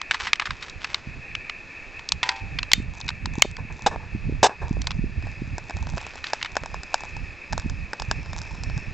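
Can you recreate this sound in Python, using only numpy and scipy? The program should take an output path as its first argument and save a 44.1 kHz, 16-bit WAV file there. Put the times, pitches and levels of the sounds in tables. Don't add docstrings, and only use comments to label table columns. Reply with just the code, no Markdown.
import sys
import numpy as np
from scipy import signal
from scipy.fft import rfft, irfft
from scipy.io import wavfile
from scipy.ndimage import uniform_filter1d

SR = 44100
rng = np.random.default_rng(int(sys.argv[2]) if len(sys.argv) > 2 else 0)


def persist_wave(psi):
    counts = np.round(np.clip(psi, -1, 1) * 32767).astype(np.int16)
    wavfile.write(sys.argv[1], SR, np.atleast_2d(counts).T)


N = 393813
TIME = np.arange(N) / SR
SHORT = TIME[:4096]
BAND_HZ = 7950


def undb(db):
    return 10 ** (np.asarray(db) / 20)


def unit(x):
    return x / np.std(x)


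def peak(x, db):
    return x * undb(db) / np.abs(x).max()


def burst(x, db):
    return x * undb(db) / np.std(x[:SR // 100])


def noise():
    return rng.standard_normal(N)


def curve(rows):
    return np.interp(TIME, *np.transpose(rows))


def add(track, start_s, sound):
    start = max(int(start_s * SR), 0)
    track[start:start + len(sound)] += sound[:N - start]


def colour(x, points):
    size = 2048
    hz, db = np.transpose(sorted(map(tuple, points)))
    bins_hz = np.fft.rfftfreq(size, 1 / SR)
    outline_db = np.interp(np.log(bins_hz + 1), np.log(hz), db)
    cepstrum = irfft(np.log(undb(outline_db)))
    cepstrum[1:size // 2] *= 2
    cepstrum[size // 2 + 1:] = 0
    response = irfft(np.exp(rfft(cepstrum)))
    return signal.fftconvolve(x, response)[:len(x)]


def fade(t, t60_s):
    return np.exp(-np.log(1000) * np.maximum(t, 0) / max(t60_s, 1e-4))


def ring(modes):
    t = TIME[:SR]
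    return sum(undb(db) * np.sin(2 * np.pi * hz * t) * fade(t, t60_s) for hz, db, t60_s in modes)


def crack(scatter, rise_s, hold_s, t60_s, tail_db, tail_t60_s):
    rattle = rng.standard_normal(len(SHORT)) * (1 - fade(SHORT, rise_s))
    envelope = fade(SHORT - hold_s, t60_s) + undb(tail_db) * fade(SHORT, tail_t60_s)
    push = scatter * rattle * envelope
    push[int(SR * rise_s / 3)] += 1
    return push


def walk(rate_hz):
    hold = int(SR / rate_hz)
    steps = np.repeat(rng.standard_normal(N // hold + 1), hold)[:N]
    return unit(uniform_filter1d(uniform_filter1d(steps, hold), hold))


def grains(per_s, spread_db):
    sizes = undb(spread_db * np.minimum(rng.exponential(size=N), 4))
    hits = rng.random(N) < per_s / SR
    return unit(hits * sizes * rng.choice([-1, 1], N))


def flicker(x, depth_db, rate_hz):
    out = np.zeros(N)
    for hz in np.geomspace(1100, 7000, num=8):
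        band = signal.sosfiltfilt(signal.butter(3, hz, fs=SR, output="sos"), x)
        out += band * undb(depth_db * walk(rate_hz))
        x = x - band
    return out + x


def swells(rows, attack_s, release_s):
    power = np.zeros(N)
    for start_s, length_s, db in rows:
        t = np.arange(int((length_s + release_s) * SR)) / SR
        gain = undb(db) * (1 - fade(t, attack_s)) * fade(t - length_s, release_s)
        add(power, start_s, gain ** 2)
    return np.sqrt(power)


def rubbing():
    # start_s, length_s, level_db
    strokes = [(0.1, 0.08, -37), (0.19, 0.075, -32.5), (0.41, 0.16, -45), (0.6, 0.078, -43), (0.8, .1, -44),
               (0.88, .085, -41), (2.23, 0.086, -36.5), (2.345, 0.019, -38.5), (5.97, 0.22, -45.5),
               (6.23, 0.22, -42.5)]
    # freq_hz, gain_db
    rub_colour = [(240, -35.5), (400, -18.5), (675, -19.5), (823, -10.5), (1530, -9), (1870, -8.5),
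                  (2290, -9), (2760, -11.5), (5670, -19), (7840, -28), (10200, -64.5), (17200, -120)]
    slips = grains(per_s=1700, spread_db=4.6) * undb(2.2 * walk(rate_hz=110))
    slips = flicker(slips, depth_db=3.5, rate_hz=140)
    return unit(colour(slips, rub_colour)) * swells(strokes, attack_s=0.061, release_s=0.15)


def contact(pitch_hz, tilt_db, t60_s):
    # freq_hz, gain_db
    tick_colour = [(150, -22.5), (500, -19.5), (1000, 0.5), (1400, -1), (2100, 0.5), (3000, -2),
                   (4300, -3.5), (5300, -9), (8000, -21)]
    hump_db, width_oct = 6.5, 0.46
    push = crack(scatter=0.39, rise_s=0.0015, hold_s=0.002, t60_s=t60_s, tail_db=-24, tail_t60_s=0.073)
    bands_hz = np.geomspace(150, 8000, num=32)
    hump = hump_db * np.exp(-.5 * (np.log2(bands_hz / pitch_hz) / width_oct) ** 2)
    tick = colour(colour(push, tick_colour), zip(bands_hz, hump))
    return colour(tick, [(1800, 0.0071), (6000, tilt_db)])


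def disperse(x, spread_s):
    hz = np.fft.rfftfreq(len(x), 1 / SR)
    delay_s = spread_s * (np.sqrt(BAND_HZ / np.clip(hz, BAND_HZ / 4, BAND_HZ)) - 1)
    return irfft(rfft(x) * np.exp(-2j * np.pi * np.cumsum(delay_s) * hz[1]))


def snap(peak_db, rattle_s):
    # freq_hz, gain_db
    grip = [(200, -23), (800, -12), (1400, -5.5), (1800, -9), (2150, 2.5), (2600, -9), (3100, 3),
            (3600, -8.5), (4300, 0.5), (5200, -8.5), (7000, -6.5), (8000, -14.5)]
    blow = crack(scatter=0.13, rise_s=0.00071, hold_s=rattle_s, t60_s=0.0076, tail_db=-32.5, tail_t60_s=0.26)
    return peak(disperse(colour(blow, grip), spread_s=0.0013), peak_db)


def lighter():
    # start_s, level_db (rms over 10 ms), pitch_hz, tilt_db (treble), t60_s
    ticks = [(0.015, -27.5, 2060, 3, 0.003), (0.11, -17.0, 2020, -2, 0.01), (0.116, -23, 2530, -5, 0.013),
             (0.143, -23.5, 1310, -0.5, 0.045), (0.269, -24.5, 1640, 0, 0.09),
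             (0.331, -12.5, 2500, 3, 0.01), (0.356, -35, 1760, 8, 0.024), (0.397, -20.5, 1950, -2, 0.018),
             (0.413, -33, 1290, -10, 0.025), (0.42, -26.0, 1230, -10, 0.028),
             (0.455, -27.0, 1610, 4, 0.068), (0.47, -29.5, 1760, -24, 0.022), (0.506, -25, 1530, -2, 0.016),
             (0.625, -32, 1500, 7, 0.056), (0.697, -38, 5030, 21, 0.0091), (0.844, -24.5, 1930, -1, 0.024),
             (0.944, -20.0, 3170, 3.5, 0.009), (1.351, -25.5, 2530, 1, 0.01), (1.496, -27, 2740, -5, 0.013),
             (1.993, -37.5, 850, 2, 0.012), (2.089, -26, 4800, 21, 0.0058), (2.12, -16, 845, 16, 0.008),
             (2.23, -18, 1920, 3, 0.035), (2.29, -17, 5040, -0.5, 0.02), (2.587, -22.5, 3630, -3, 0.017),
             (2.63, -25.5, 3740, -3, 0.0036), (2.716, -19, 2900, 7, 0.012), (3.012, -34.5, 4170, 8, 0.0076),
             (3.08, -33, 5030, 3, 0.016), (3.089, -23, 5200, 0, 0.015), (3.103, -35, 1170, -1, 0.013),
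             (3.257, -26.5, 910, 10, 0.0074), (3.567, -36, 1380, 9, 0.008), (4.817, -32.5, 5000, 17, 0.008),
             (4.87, -23.5, 850, 5, 0.011), (4.907, -29, 5050, -8, 0.0036), (4.915, -33, 5000, -3, 0.012),
             (6.241, -27.5, 2420, 2, 0.02), (6.268, -32, 4360, -1, 0.0088), (6.413, -33, 2210, -13, 0.019),
             (6.427, -24.5, 2530, 11, 0.008), (6.447, -29.5, 2530, -1, 0.023),
             (6.458, -30.0, 2210, 1, 0.031)]
    # start_s, ring_gain_db
    knocks = [(2.23, -30), (2.2900, -28.5)]
    # pitch_hz, gain_db, t60_s
    shield = [(786, -9, .65), (894, -1, .45), (991, 1, .24), (1583, -8, .25), (1884, -7, .2),
              (2116, -6, .15), (3284, -16, .25), (3951, -6, .08), (4560, -16, .2), (5023, -13, .15)]
    # start_s, peak_db, rattle_s, ring_gain_db
    snaps = [(2.733, 7.008, 0.0023, -28.5), (3.4207, 6, 0.0024, -34)]
    # pitch_hz, gain_db, t60_s
    spring = [(2150, 20, .02), (3650, 0, .18), (3900, -11, .1)]
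    out = rubbing()
    for start_s, db, pitch_hz, tilt_db, t60_s in ticks:
        add(out, start_s, burst(contact(pitch_hz, tilt_db, t60_s), db))
    for start_s, ring_db in knocks:
        add(out, start_s, undb(ring_db) * ring(shield))
    for start_s, peak_db, rattle_s, ring_db in snaps:
        add(out, start_s, snap(peak_db, rattle_s))
        add(out, start_s + rattle_s / 2, undb(ring_db) * ring(spring))
    return out


def flare(length_s, roar_db, t60_s):
    # freq_hz, gain_db
    roar_colour = [(100, -47), (400, 0), (650, -2), (900, 4.5), (1150, -4), (1370, -13), (1720, -0.5),
                   (2100, -38.5), (3000, -39), (4000, -56)]
    # freq_hz, gain_db
    hiss_colour = [(1200, -24), (2000, -7.5), (2830, -4), (3210, -10.5), (3650, 0.5), (4500, -9.5),
                   (5000, -3.5), (7840, -11.5)]
    even_db, growth = -8, 0.74
    t = TIME[:SR // 4]
    roar, hiss = rng.standard_normal((2, len(t)))
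    hiss_gain = undb(growth * (roar_db - even_db))
    flame = unit(colour(roar, roar_colour)) + hiss_gain * unit(colour(hiss, hiss_colour))
    return undb(roar_db) * flame * (1 - fade(t, 0.006)) * fade(t - length_s, t60_s)


def gas():
    # start_s, peak_db, pitch_hz, t60_s
    ignitions = [(3.8630, -4, 904, 0.012), (3.8675, -7, 787, 0.025), (3.9606, -16, 835, 0.0067),
                 (4.431, 0, 660, 0.0055), (4.4950, -13, 770, 0.0062), (4.7690, -22, 533, 0.0077)]
    # start_s, length_s, roar_db, t60_s
    flares = [(3.583, 0.011, -36, 0.081), (3.699, 0.012, -42, 0.05), (3.862, 0.0071, -14.5, 0.057),
              (3.91, 0.028, -32.5, 0.11), (3.996, 0.052, -45.5, 0.14), (4.429, 0.02, -10.5, 0.037),
              (4.449, 0.02, -13.5, 0.029), (4.478, 0.032, -32.5, 0.14), (4.615, 0.011, -33.5, 0.23)]
    out = np.zeros(N)
    for start_s, peak_db, pitch_hz, t60_s in ignitions:
        add(out, start_s, peak(-ring([(pitch_hz, 0, t60_s)]), peak_db))
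    for start_s, length_s, roar_db, t60_s in flares:
        add(out, start_s, flare(length_s, roar_db, t60_s))
    return out


def blister():
    # freq_hz, gain_db
    hollow = [(150, -13), (500, -4.5), (880, 4), (1250, -7), (1650, -0.5), (2100, -16.5), (2600, -9),
              (3000, -17), (3700, -13), (4400, -16.5), (5100, -10.5), (6100, -17.5), (7400, -16.5),
              (8200, -29)]
    pop = crack(scatter=0.17, rise_s=.003, hold_s=0.00033, t60_s=0.012, tail_db=-21.5, tail_t60_s=.09)
    return colour(pop, hollow)


def sizzle():
    # start_s, length_s, level_db
    sizzles = [(2.93, 0.066, -46), (3.33, 0.064, -47.5), (3.71, .11, -50.5), (4.64, 0.27, -52.5),
               (5.2, 0.69, -59.5), (5.64, 0.4, -49.5), (6.15, 0.59, -54.5), (6.9, 0.15, -46.5),
               (7.5, .2, -54.5), (7.9, 0.61, -54.5), (8.3, 0.2, -47.5), (8.5, 0.46, -56.5)]
    # freq_hz, gain_db
    sizzle_colour = [(400, -19), (880, 13), (1300, -1.5), (1700, -4.5), (2600, -15.5), (3600, 1),
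                     (4400, -4.5), (5200, -2.5), (6200, -1), (7500, -4.5), (8200, -19)]
    blisters_per_s, blister_db = 20, -1
    crackle = grains(per_s=230, spread_db=5.2)
    walls = crack(scatter=0.024, rise_s=0.0011, hold_s=0.0011, t60_s=0.02, tail_db=-20, tail_t60_s=.08)
    crackle = signal.fftconvolve(crackle, walls)[:N]
    crackle = flicker(crackle, depth_db=4.5, rate_hz=90)
    small = signal.fftconvolve(grains(blisters_per_s, spread_db=6.5), blister())[:N]
    out = unit(colour(crackle, sizzle_colour)) + undb(blister_db) * unit(small)
    return out * swells(sizzles, attack_s=0.06, release_s=0.46)


def vapour():
    # start_s, length_s, level_db, pitch_hz
    jets = [(4.44, 1.1, -65.5, 4850), (6.606, 1.2, -64.5, 5000), (8.095, 0.21, -58.5, 5130),
            (8.277, 0.52, -56.5, 5270)]
    # freq_hz, gain_db
    vapour_colour = [(4000, -33), (4700, -10), (5000, 10.5), (5250, 1), (5480, -1), (5900, -18),
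                     (6600, -34)]
    colour_pitch_hz = 5000
    out = np.zeros(N)
    for start_s, length_s, db, pitch_hz in jets:
        whistle = colour(noise(), np.array(vapour_colour) * [pitch_hz / colour_pitch_hz, 1])
        gain = swells([(start_s, length_s, db)], attack_s=0.29, release_s=.5)
        out += unit(whistle) * undb(2 * walk(rate_hz=25)) * gain
    return out


def film():
    # start_s, level_db (rms over 10 ms), tilt_db (treble)
    pops = [(5.269, -37, -8), (5.581, -30, 0), (5.696, -33.5, -5.5), (5.707, -33.5, -4.5),
            (5.768, -38.0, 4), (5.891, -42, 0), (5.935, -40.5, -4), (5.972, -32.5, -7), (6.013, -40, 11),
            (6.066, -35.5, 1), (6.156, -39, 7), (6.333, -19.5, 5), (6.554, -34, -4), (6.567, -19.5, -3),
            (6.635, -33, -10), (6.659, -33, 0.5), (6.743, -29.5, -7.5), (6.833, -36, 7),
            (6.942, -16.5, 3.5), (7.035, -34.0, -6), (7.166, -37.5, 3.5), (7.525, -32.5, 4),
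            (7.53, -25.5, 1.5), (7.578, -26, 5.5), (7.597, -36.5, 8), (7.697, -37, 6.5), (7.932, -26.5, -4),
            (7.998, -30, 5), (8.02, -29.5, 6.5), (8.112, -20, 3.5), (8.331, -36, 5.5), (8.381, -39, 17),
            (8.416, -38, 9), (8.635, -35.5, 20), (8.777, -37.5, 3)]
    out = sizzle() + vapour()
    for start_s, db, tilt_db in pops:
        add(out, start_s, burst(colour(blister(), [(1800, 0), (4500, tilt_db)]), db))
    return out


def buffet(pitch_hz, peak_db):
    swing = 2 * np.pi * pitch_hz * (SHORT - SHORT.mean())
    return peak(swing * np.exp(-swing ** 2 / 2), peak_db)


def rumble():
    # freq_hz, gain_db
    rumble_colour = [(15, -13), (28, 10.5), (65, 7.5), (105, 3.5), (160, -4), (260, -15), (420, -33),
                     (800, -41), (1400, -78.5)]
    # start_s, length_s, level_db
    gusts = [(0.16, 0.062, -43), (0.48, 0.04, -37.5), (0.75, 0.028, -36.5), (1.06, 0.12, -32),
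             (1.24, 0.15, -43), (2.12, 0.057, -36), (2.41, .055, -32), (2.5, 0.053, -30.5),
             (2.6, 0.1, -33.5), (2.71, 0.2, -28.5), (3.03, 0.15, -29.5), (3.22, 0.33, -30.5),
             (3.58, 0.12, -27.5), (3.82, .27, -29), (4.12, 0.17, -25.5), (4.24, 0.15, -22.5),
             (4.6, .08, -30.5), (4.72, 0.15, -24), (4.94, 0.19, -25), (5.12, 0.14, -25), (5.37, .11, -27),
             (5.5, 0.075, -28.5), (5.74, 0.21, -28), (6.52, 0.16, -36.5), (6.72, 0.022, -29),
             (7.0, 0.17, -36.5), (7.16, 0.062, -30), (7.5, .09, -29), (7.73, 0.13, -33),
             (7.63, 0.082, -24.5), (8.0, 0.29, -27.5), (8.32, 0.29, -31.5), (8.64, 0.14, -25.5),
             (8.87, 0.075, -24.5)]
    # centre_s, peak_db, pitch_hz
    buffets = [(1.074, -24, 116), (2.782, -16, 121), (2.802, -21, 173), (3.382, -15.5, 178),
               (3.449, -19.5, 480), (3.454, -17, 330), (4.151, -17.5, 153), (4.289, -15.5, 123),
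               (4.712, -11, 140), (4.994, -12, 114), (5.042, -15.5, 176), (5.421, -17.5, 163),
               (5.942, -16.5, 86), (7.661, -15.5, 139), (8.772, -15.5, 82)]
    calm_db = -51.5
    eddies_per_s, eddy_hz, eddy_db = 5, 158, 4.5
    eddies = colour(noise(), rumble_colour)
    large = signal.sosfiltfilt(signal.butter(2, 120, fs=SR, output="sos"), eddies)
    flurry = np.tanh(walk(rate_hz=36))
    small = (eddies - large) * undb(7 * flurry)
    large = large * undb(5 * flurry)
    out = unit(large + undb(-1.5) * small)
    for when, octaves, size in rng.random(size=(int(eddies_per_s * N / SR), 3)):
        add(out, when * TIME[-1], size * buffet(eddy_hz * 2 ** (octaves - .5), eddy_db))
    out *= np.hypot(swells(gusts, attack_s=0.024, release_s=0.39), undb(calm_db))
    for centre_s, peak_db, pitch_hz in buffets:
        add(out, centre_s - SHORT.mean(), buffet(pitch_hz, peak_db))
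    return out


def outdoors():
    # freq_hz, gain_db
    air_colour = [(20, 3.5), (32, 1.5), (60, 0), (160, -11), (370, -11), (730, -14.5), (1400, -16),
                  (2500, -16), (2900, -23), (4400, -23.5), (4950, -24.5), (5600, -29), (7000, -30.5),
                  (7840, -40)]
    # time_s, level_db
    air_level = [(0, -45), (2.3, -44.5), (2.9, -45.5), (4.3, -46), (4.95, -47), (5.3, -45.5), (8.9, -44)]
    # freq_hz, gain_db
    far_colour = [(1450, -35.5), (1780, -7.5), (2030, -19.5), (2330, -5.5), (2420, -8), (2530, 0.5),
                  (2680, -8.5), (2830, -27), (3200, -46)]
    # time_s, level_db
    far_level = [(0, -42), (.95, -50.5), (1.15, -42.5), (2.1, -43.5), (3.0, -44.5), (4.4, -46),
                 (5.4, -44.5), (7.0, -44.5), (8.9, -44)]
    air = unit(colour(noise(), air_colour)) * undb(curve(air_level) + 0.6 * walk(rate_hz=3.5))
    far_db = curve(far_level) + 3.0 * np.tanh(walk(rate_hz=19))
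    far = unit(colour(noise(), far_colour)) * undb(far_db)
    return air + far


def scene():
    sound = lighter() + gas() + film() + rumble() + outdoors()
    return np.array([sound, sound])


def record(dry):
    top_hz, duck_s, duck_db = 15500, 0.065, -13.5
    left = signal.sosfilt(signal.butter(1, 105, "high", fs=SR, output="sos"), dry[0])
    sound = signal.sosfilt(signal.ellip(8, .3, 70, BAND_HZ, fs=SR, output="sos"), [left, dry[1]])
    keep = np.exp(-1 / (duck_s * SR))
    power = signal.lfilter([1 - keep], [1, -keep], sound[1] ** 2)
    ducked = sound / np.sqrt(1 + power / undb(duck_db) ** 2)
    clipped = np.clip(ducked, -1, 1)
    return signal.sosfilt(signal.ellip(8, .2, 70, top_hz, fs=SR, output="sos"), clipped)


dry = scene()
out = record(dry)
persist_wave(out)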